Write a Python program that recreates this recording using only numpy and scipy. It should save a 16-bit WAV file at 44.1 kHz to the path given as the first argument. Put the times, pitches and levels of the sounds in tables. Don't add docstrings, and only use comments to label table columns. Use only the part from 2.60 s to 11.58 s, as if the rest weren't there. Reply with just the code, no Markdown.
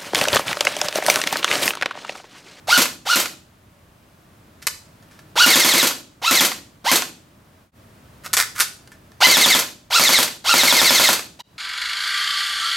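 import sys
import numpy as np
from scipy import signal
from scipy.fft import rfft, irfft, next_fast_len
from scipy.io import wavfile
from scipy.ndimage import uniform_filter1d

SR = 44100
rng = np.random.default_rng(int(sys.argv[2]) if len(sys.argv) > 2 else 0)


def generate_wav(sig):
    pcm = np.round(np.clip(np.atleast_2d(sig).T, -1, 1) * 32767).astype(np.int16)
    wavfile.write(sys.argv[1], SR, pcm)


N = 396018
TIME = np.arange(N) / SR
HIT_TIME = np.arange(2 ** 13) / SR


def from_db(db):
    return 10 ** (np.asarray(db) / 20)


def rms_one(x):
    return x / np.sqrt(np.mean(x ** 2) + 1e-20)


def along(rows, t):
    s, *columns = np.transpose(rows)
    return [np.interp(t, s, column) for column in columns]


def at_hz(points, hz):
    f, value = np.transpose(points)
    return np.interp(np.log(np.maximum(hz, 1)), np.log(f), value)


def add(out, s, x):
    i = round(s * SR)
    out[i:i + len(x)] += x[:len(out) - i]


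def drift(rate_hz, size):
    steps = np.arange(size) * rate_hz / SR
    return rms_one(np.interp(steps, np.arange(size), rng.standard_normal(size)))


def colour(x, spectrum, tilt_db_per_octave=0):
    n = 2 * next_fast_len(len(x) // 2 + 1024)
    hz = np.maximum(np.fft.rfftfreq(n, 1 / SR), 1)
    shape_db = at_hz(spectrum, hz) + tilt_db_per_octave * np.log2(np.maximum(hz, 500))
    cepstrum = irfft(np.log(rms_one(from_db(shape_db))))
    cepstrum[1:n // 2] *= 2
    cepstrum[n // 2 + 1:] = 0
    return irfft(rfft(x, n) * np.exp(rfft(cepstrum)))[:len(x)]


def chatter(decay_s, grain_db):
    size = len(HIT_TIME)
    grains = rms_one(rng.standard_normal(size) * from_db(grain_db * drift(1800, size)))
    return grains * np.exp(-HIT_TIME / max(decay_s, 1e-4))


def ring(x, hz, t60_s):
    r = from_db(-60 / (t60_s * SR))
    w = 2 * np.pi * hz / SR
    return signal.lfilter([0, np.sin(w)], [1, -2 * r * np.cos(w), r * r], x + 1e-18)


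def modes(x, table):
    return sum(from_db(mode_db) * ring(x, hz, t60_s) for hz, mode_db, t60_s in table)


# frequency in Hz, ratio in dB.
WIDTH = [(40, -10), (150, -24.5), (300, -9), (600, -4.5), (1100, 0.5), (2200, -4.5), (8500, -5),
         (12000, -14.5)]


def spread(mid, side):
    side_gain = from_db(at_hz(WIDTH, np.fft.rfftfreq(len(side), 1 / SR)))
    side = irfft(rfft(side) * side_gain, len(side))
    return np.array([mid + side, mid - side])


# frequency in Hz, relative density in dB per Hz.
AIR_SPECTRUM = [(15, -48.5), (25, -18), (64, -5), (92, -1), (170, -4.5), (326, -11), (363, -13.5),
                (516, -17), (591, -13), (775, -19), (1070, -19), (1400, -21), (1700, -22.5), (6210, -32.5),
                (16000, -35.5)]
# time in s, rumble gain in dB, hiss gain in dB.
AIR_GAIN = [(5.05, -49, -48.5), (5.2, -47, -47)]


def air(split_hz=600):
    noise = spread(*[colour(white, AIR_SPECTRUM) for white in rng.standard_normal((2, N))])
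    rumble = signal.sosfilt(signal.butter(1, split_hz, fs=SR, output="sos"), noise)
    hiss = noise - rumble
    rumble_db, hiss_db = along(AIR_GAIN, TIME)
    return rumble * from_db(rumble_db) + hiss * from_db(hiss_db)


SHORTEST_WIND_S = .045
CYCLE_S = .0913
LATE_S, WARM_UP_S = .058, .035


def shot_times(start, first, last):
    if first - start < SHORTEST_WIND_S:
        return []
    second = first + CYCLE_S + LATE_S * np.exp(-(first - start) / WARM_UP_S)
    later = round((last - first) / CYCLE_S)
    return [first, *np.linspace(last, second, later)[::-1]]


START_SHARE, TOP_S, RISE_BEND, START_SAG_PER_S = .15, .066, 1.85, 2.9
FORCE_PER_DECADE_DB = 30.5
# time after the pull in s, tone gain in dB.
START_SING = [(0, -1.5), (.035, 1.5), (.06, 1.5)]


def spin_up(t, wind_s, top_hz, wind_db):
    part = wind_s / CYCLE_S
    top_s = TOP_S * np.sqrt(part)
    rise = np.maximum(1 - t / top_s, 0) ** (RISE_BEND / min(part, 1))
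    share = 1 - (1 - START_SHARE) * rise - START_SAG_PER_S * np.maximum(t - top_s, 0)
    share = np.maximum(share, .01)
    level_db = wind_db + FORCE_PER_DECADE_DB * np.log10(share)
    return top_hz * share, level_db, along(START_SING, t)[0]


LOADED_HZ, FREE_HZ, RECOVER_S, SPRING_SAG_HZ = 1460, 2397, .009, 825.4
SLACK_DB, TAKE_UP_S = -14, 0.011
CUT_S, BRAKE_S, RUN_OUT_DB_PER_S = .04, 0.051, 287.5
# time after a shot in s, tone gain in dB.
CYCLE_SING = [(0, -11), (.05, 4.5)]


def cycle(t, length_s, is_last):
    tension = np.minimum(t / length_s, 1)
    hz = FREE_HZ - (FREE_HZ - LOADED_HZ) * np.exp(-t / RECOVER_S) - SPRING_SAG_HZ * tension ** 2
    level_db = SLACK_DB * np.exp(-t / TAKE_UP_S)
    if is_last:
        hz = hz * np.exp(-np.maximum(t - CUT_S, 0) / BRAKE_S)
        return hz, level_db - RUN_OUT_DB_PER_S * t, np.full(len(t), -5.0)
    return hz, level_db, along(CYCLE_SING, t)[0]


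PISTON_FLIGHT_S = 0.0035


def motor_motion(start, first, last, top_hz, wind_db, t):
    times = shot_times(start, first, last)
    motion = spin_up(t - start, first - start, top_hz, wind_db)
    engaged = np.ones(len(t)) if times else 1. * (t < last)
    for s, following in zip(times, times[1:] + [last + CYCLE_S]):
        running = cycle(np.maximum(t - s, 0), following - s, s == times[-1])
        motion = np.where(t < s, motion, running)
        engaged[(t > s - PISTON_FLIGHT_S) & (t < s)] = from_db(-18.5)
    mesh_hz, level_db, sing_db = motion
    return mesh_hz, from_db(level_db) * uniform_filter1d(engaged, size=40), sing_db


# start in s, first shot in s, last shot in s, coasting time in s,
# top gear-mesh pitch of the first wind-up in Hz, extra force in that wind-up in dB, whine gain in dB,
# whine tilt in dB per octave, gear rattle gain in dB, muzzle crack gain in dB.
PULLS = [(0.072, 0.176, .177, 0.079, 1502, 2.5, -4.5, -1.5, 0.5, 0.5),
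         (0.453, .5574, .5574, 0.1, 1482, 2.5, -2.5, -1.5, 3.5, -2),
         (2.756, 2.862, 3.228, 0.082, 1496, 2.5, 0, -1, 4.5, -4.5),
         (3.617, 3.71, 3.807, .11, 1367, 0.5, 1, -1, 4, 10),
         (4.243, 4.315, 4.312, .11, 1060, 3, -6, -2.5, 0, 10.5),
         (6.604, 6.669, 6.949, 0.073, 1034, 5.5, 2.5, 1, 6.5, 15.5),
         (7.302, 7.395, 7.587, .092, 1391, 3, 3, 1, 7.5, 17.5),
         (7.841, 7.939, 8.488, .105, 1400, 0.5, 2.5, .5, 9, 18.5),
         (8.789, 8.819, 8.812, 0.016, 997, -1, -15.5, -1, -11.5, 0)]
# frequency in Hz, relative level in dB.
GEARBOX = [(400, -25), (900, -15.5), (1120, -26), (1450, -13.5), (1720, -29), (2110, -18), (2400, -27),
           (2900, -16.5), (3200, -19), (3750, -17.5), (4250, -23.5), (4700, -18), (5900, -25.5),
           (8000, -25), (14000, -46)]
# frequency in Hz, relative density in dB per Hz.
RATTLE = [(100, -40.5), (300, -17), (600, -9), (1000, -4), (2000, -6), (4000, 2), (5500, 0.5), (8000, -7.5),
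          (10500, -10.5), (12500, -9.5), (16000, -18.5)]


def gears(jitter=0.015, wobble=0.074, rough_db=4.0, grain_db=0.6, rattle_db=-19.0, soften_db=1.5,
          overtone_db=1.6):
    out = np.zeros(N)
    for start, first, last, _, top_hz, wind_db, whine_db, tilt_db, noise_db, _ in PULLS:
        t = start + TIME[:int(.85 * SR)]
        size = len(t)
        mesh_hz, force, sing_db = motor_motion(start, first, last, top_hz, wind_db, t)
        force = force * np.clip((t[-1] - t) / .02, 0, 1)
        tooth = 2 * np.pi * np.cumsum(mesh_hz * (1 + jitter * drift(500, size))) / SR
        shaft = 1 + wobble * np.sin(tooth / 10)
        racing = np.clip((mesh_hz - 1500) / 400, 0, 1)
        whine = 0
        for k in range(1, 7):
            hz = k * mesh_hz
            tone_db = at_hz(GEARBOX, hz) + tilt_db * np.log2(hz / 2500) + rough_db * drift(300, size)
            tone_db -= max(k - 3, 0) * overtone_db + max(k - 2, 0) * soften_db * racing
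            tone_gain = np.sqrt(2) * from_db(tone_db + whine_db + sing_db)
            whine = whine + tone_gain * np.sin(k * tooth + 2 * np.pi * rng.random())
        contacts = rng.standard_normal(size) * (1 + 0.54 * np.cos(tooth))
        contacts = contacts * from_db(grain_db * drift(700, size))
        rattle = from_db(rattle_db + noise_db) * colour(rms_one(contacts), RATTLE)
        add(out, start, force * shaft * (whine + rattle))
    return out


def shots():
    return [(s, pull[-1]) for pull in PULLS for s in shot_times(*pull[:3])]


THRUM_HZ, THRUM_DIP_HZ, DIP_AT_S, DIP_S = 350.3, 106.5, .015, .011
THRUM_DB, THRUM_ATTACK_S, THRUM_HOLD_S, THRUM_RELEASE_S = -24.5, 0.001, .036, 0.006


def spring():
    hz = THRUM_HZ - THRUM_DIP_HZ * np.exp(-((HIT_TIME - DIP_AT_S) / DIP_S) ** 2)
    attack = np.minimum(HIT_TIME / THRUM_ATTACK_S, 1)
    release = np.exp(-np.maximum(HIT_TIME - THRUM_HOLD_S, 0) / THRUM_RELEASE_S)
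    thrum = np.sin(2 * np.pi * np.cumsum(hz) / SR)
    return np.sqrt(2) * from_db(THRUM_DB) * attack * release * thrum


# time in s, thrum gain in dB, shell and catch gain in dB, muzzle puff gain in dB.
AIM = [(.6, -1.5, -1, -48.5), (2.8, 1, 0, -42), (4.4, 0, 1.5, -46), (6.6, -3, 1.5, -41.5)]
# frequency in Hz, relative density in dB per Hz.
CRACK = [(30, -17.5), (110, -13), (250, -1), (420, -11.5), (600, 6.5), (950, 3), (1500, 3), (3000, -10),
         (6000, -9.5), (10000, -31), (16000, -19.5)]
SHELL = [(50, -28), (100, -18.5), (155, -3), (260, 2.5), (400, -5), (560, 2.5), (700, -0.5), (900, 1),
         (1400, 1.5), (2500, 1.5), (4800, -0.5), (7500, -1.5), (10000, -7), (12300, -2), (16000, -19.5)]
CLACK = [(100, -21.5), (400, -0.5), (1000, -2), (2500, -1), (4500, 2), (7500, 0.5), (10000, -3),
         (12500, -1.5), (16000, -10.5)]


def piston(pop_lag_s=0.0022, catch_s=.042, crack_db=-3.0, shell_db=-7.5, clack_db=-7):
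    out, thrum = np.zeros(N), spring()
    same_shake = chatter(decay_s=0.048, grain_db=1.5)
    for s, snap_db in shots():
        thrum_db, shake_db, _ = along(AIM, s)
        blows = 0.078 * chatter(decay_s=0.0071, grain_db=13.0)
        add(blows, 0, np.array([.8]))
        add(blows, pop_lag_s, np.array([1.0]))
        add(out, s, from_db(crack_db + snap_db) * colour(blows, CRACK))
        add(out, s, from_db(thrum_db) * thrum)
        shake = 0.97 * same_shake + 0.58 * chatter(decay_s=0.037, grain_db=2)
        add(out, s, from_db(shake_db + shell_db) * colour(shake, SHELL))
        catch = colour(chatter(decay_s=0.017, grain_db=1.5), CLACK)
        add(out, s + catch_s, from_db(shake_db + clack_db) * catch)
    return out


# frequency in Hz, relative density in dB per Hz.
PUFF = [(25, -2), (55, 4.5), (110, -4), (200, 1.5), (600, -25), (4000, -52.5)]


def muzzle(decay_s=0.0073):
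    out = np.zeros(N)
    for s, _ in shots():
        _, _, puff_db = along(AIM, s)
        add(out, s, from_db(puff_db) * colour(chatter(decay_s, grain_db=2.0), PUFF))
    return out


# frequency in Hz, gain in dB, T60 in s.
RECEIVER = [(2680, -49, .06), (4560, -55, .16), (4640, -53, .2), (4705, -55, .2), (4780, -52, .18),
            (4860, -53, .15), (6830, -52, .05), (12300, -42, .02)]


def receiver(firing):
    return modes(firing, RECEIVER)


# frequency in Hz, relative density in dB per Hz.
LATCH = [(100, -34), (400, -9.5), (800, -5), (1200, 1.5), (2000, 3), (3000, -1), (4700, 1), (7000, -0.5),
         (10000, -3.5), (13000, -4.5), (16000, -31.5)]


def click(level_db, decay_s, tilt_db_per_octave, first_contact=5.2):
    contacts = chatter(decay_s, grain_db=1.0) + first_contact * (HIT_TIME == 0)
    return from_db(level_db) * colour(contacts, LATCH, tilt_db_per_octave)


def gear_latch():
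    out = np.zeros(N)
    for start, first, last, coast_s, *_ in PULLS:
        if shot_times(start, first, last):
            add(out, last + coast_s, click(level_db=-13.5, decay_s=.006, tilt_db_per_octave=-3.0))
    return out


CONTACT_S, REBOUND_S = .002, .004
SETTLE_S, SETTLE_DB = .015, -12.5
# time in s, gain in dB, rebound gain in dB,
# rebound decay time in s, tilt in dB per octave.
SNAPS = [(2.02, -40.5, -32.5, .012, -0.5), (2.069, -6, -7.5, .0036, 0.5), (5.662, -19, -28, 0.0068, -2.5),
         (5.732, -8.5, -6.5, 0.0095, 1.5), (5.7685, -5.5, -9, 0.019, 0), (5.8007, -4.5, -21.5, 0.0051, 0.5),
         (6.0005, -6.5, -4.5, 0.016, 1), (6.606, -24, -23.5, 0.0067, -5)]


def metal_snaps():
    out = np.zeros(N)
    for s, level_db, rebound_db, decay_s, tilt_db in SNAPS:
        add(out, s, click(level_db, CONTACT_S, tilt_db))
        add(out, s + REBOUND_S, click(rebound_db, decay_s, tilt_db))
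        add(out, s + SETTLE_S, click(level_db + SETTLE_DB, CONTACT_S, tilt_db_per_octave=0.5))
    return out


# time in s, gain in dB, decay time in s.
TOUCHES = [(2.426, -49, 0.01), (2.511, -48.5, 0.058), (2.591, -39, 0.0085), (6.275, -35.5, 0.004),
           (6.318, -39, 0.019), (6.519, -39, 0.0021)]
# frequency in Hz, gain in dB, T60 in s.
HANDGUARD = [(1800, -31.5, .04)]


def touches():
    knocks = np.zeros(N)
    for s, level_db, decay_s in TOUCHES:
        add(knocks, s, click(level_db, decay_s, tilt_db_per_octave=-2.0))
    return knocks + modes(knocks, HANDGUARD)


STROKE_ATTACK_S, SWELL_DB_PER_S, STROKE_RELEASE_DB_PER_S = 0.015, 171.5, 701.5
# start in s, end in s, gain at the end in dB.
STROKES = [(5.63, 5.658, -33), (5.765, 5.817, -13.5), (5.944, 6.011, -19.5)]


def stroke_gain():
    gain = 0
    for start, end, level_db in STROKES:
        attack = np.clip((TIME - start) / STROKE_ATTACK_S, 0, 1)
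        drop_db = np.maximum(SWELL_DB_PER_S * (end - TIME), STROKE_RELEASE_DB_PER_S * (TIME - end))
        gain = gain + attack * from_db(level_db - drop_db)
    return gain


# frequency in Hz, relative density in dB per Hz.
RAIL = [(100, -30), (400, -15), (750, -15), (1350, 8), (2000, 2.5), (3000, -4.5), (6500, -3.5), (10000, -5),
        (16000, -12)]


def handle_scrape(grain_db=4.0):
    friction = rms_one(rng.standard_normal(N) * from_db(grain_db * drift(430, N)))
    return colour(friction * stroke_gain(), RAIL)


# frequency in Hz, gain in dB, T60 in s.
HOUSING = [(1310, -49.5, 0.055), (1489, -42.5, 0.12), (1930, -56, 0.023)]


def housing(snaps):
    racking = (TIME > STROKES[0][0]) & (TIME < STROKES[-1][1] + .05)
    return modes(snaps * racking, HOUSING)


PING_S = 6.003
# frequency in Hz, gain in dB, T60 in s.
RETURN_SPRING = [(4457, -50.5, .5), (4570, -42, .6), (4537, -48.5, 0.71), (5351, -48, .35), (3585, -44, .2)]


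def return_spring():
    impulse = 1. * (np.arange(N) == round(PING_S * SR))
    return modes(impulse, RETURN_SPRING)


def handling():
    snaps = metal_snaps()
    return snaps + handle_scrape() + housing(snaps) + return_spring()


# frequency in Hz, T60 in s.
ROOM_T60 = [(100, 1), (260, 0.63), (700, 0.31), (1840, 0.31), (4850, 0.45), (12800, 0.3)]
# delay in s, echo gain in dB.
ECHOES = [(.0039, -31.5), (.0063, -21.5), (.0083, -17.5), (0.0162, -24.5)]


def room(x, wet_db=-11.0, build_s=0.0024):
    t = TIME[:SR * 3 // 4]
    white, tail = rng.standard_normal((2, len(t))), 0
    edges_hz = np.geomspace(40, 19000, 10)
    for low, high in zip(edges_hz, edges_hz[1:]):
        band_filter = signal.butter(2, [low, high], "band", fs=SR, output="sos")
        band = signal.sosfilt(band_filter, rng.permuted(white, axis=1))
        tail = tail + band * from_db(-60 * t / at_hz(ROOM_T60, np.sqrt(low * high)))
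    tail = tail * (1 - np.exp(-t / build_s))
    response = from_db(wet_db) * spread(*tail / np.sqrt(np.sum(tail[0] ** 2)))
    response[:, 0] += 1
    for s, echo_db in ECHOES:
        response[:, round(s * SR)] += from_db(echo_db)
    return signal.fftconvolve(x[None], response, axes=1)[:, :N]


# frequency in Hz, left minus right in dB.
LEAN = [(60, -1), (150, 2), (380, -0.5), (950, -2.5), (2380, 0), (5980, -0.5), (15000, 0)]


def scene():
    firing = gears() + piston() + muzzle()
    heard = room(firing + receiver(firing) + gear_latch() + handling() + touches())
    n = next_fast_len(N)
    lean_db = at_hz(LEAN, np.fft.rfftfreq(n, 1 / SR)) * [[.5], [-.5]]
    rifle = irfft(rfft(heard, n) * from_db(lean_db - 2.0), n)[:, :N]
    return rifle + air()


def compressor(x, threshold_db, strength, attack_s, release_db_per_s):
    power = uniform_filter1d(np.mean(x ** 2, axis=0), size=220)
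    over_db = np.maximum(10 * np.log10(np.abs(power) + 1e-12) - threshold_db, 0)
    release_db = release_db_per_s * TIME
    held_db = np.maximum.accumulate(over_db + release_db) - release_db
    r = np.exp(-1 / (attack_s * SR))
    smooth_db = signal.lfilter([1 - r], [1, -r], held_db)
    return x * from_db(-np.clip(strength, 0, 1) * smooth_db)


CUTOFF_HZ = 15900
# lowest point in s, fade-out in s, fade-in in s.
FADES = [(5.115, 0.1, 0.063), (8.826, 0.019, 0.12)]


def record(dry):
    levelled = compressor(dry, threshold_db=-13.5, strength=0.65, attack_s=0.21, release_db_per_s=4.0)
    faded = compressor(levelled, threshold_db=-12.0, strength=.35, attack_s=.0005, release_db_per_s=149.5)
    for s, out_s, in_s in FADES:
        faded = faded * np.clip(np.maximum((s - TIME) / out_s, (TIME - s) / in_s), .015, 1)
    rounded = faded / (1 + (faded / .98) ** 4) ** (1 / 4)
    return signal.sosfilt(signal.ellip(10, .1, 90, CUTOFF_HZ, fs=SR, output="sos"), rounded)


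dry = scene()
out = record(dry)
generate_wav(out)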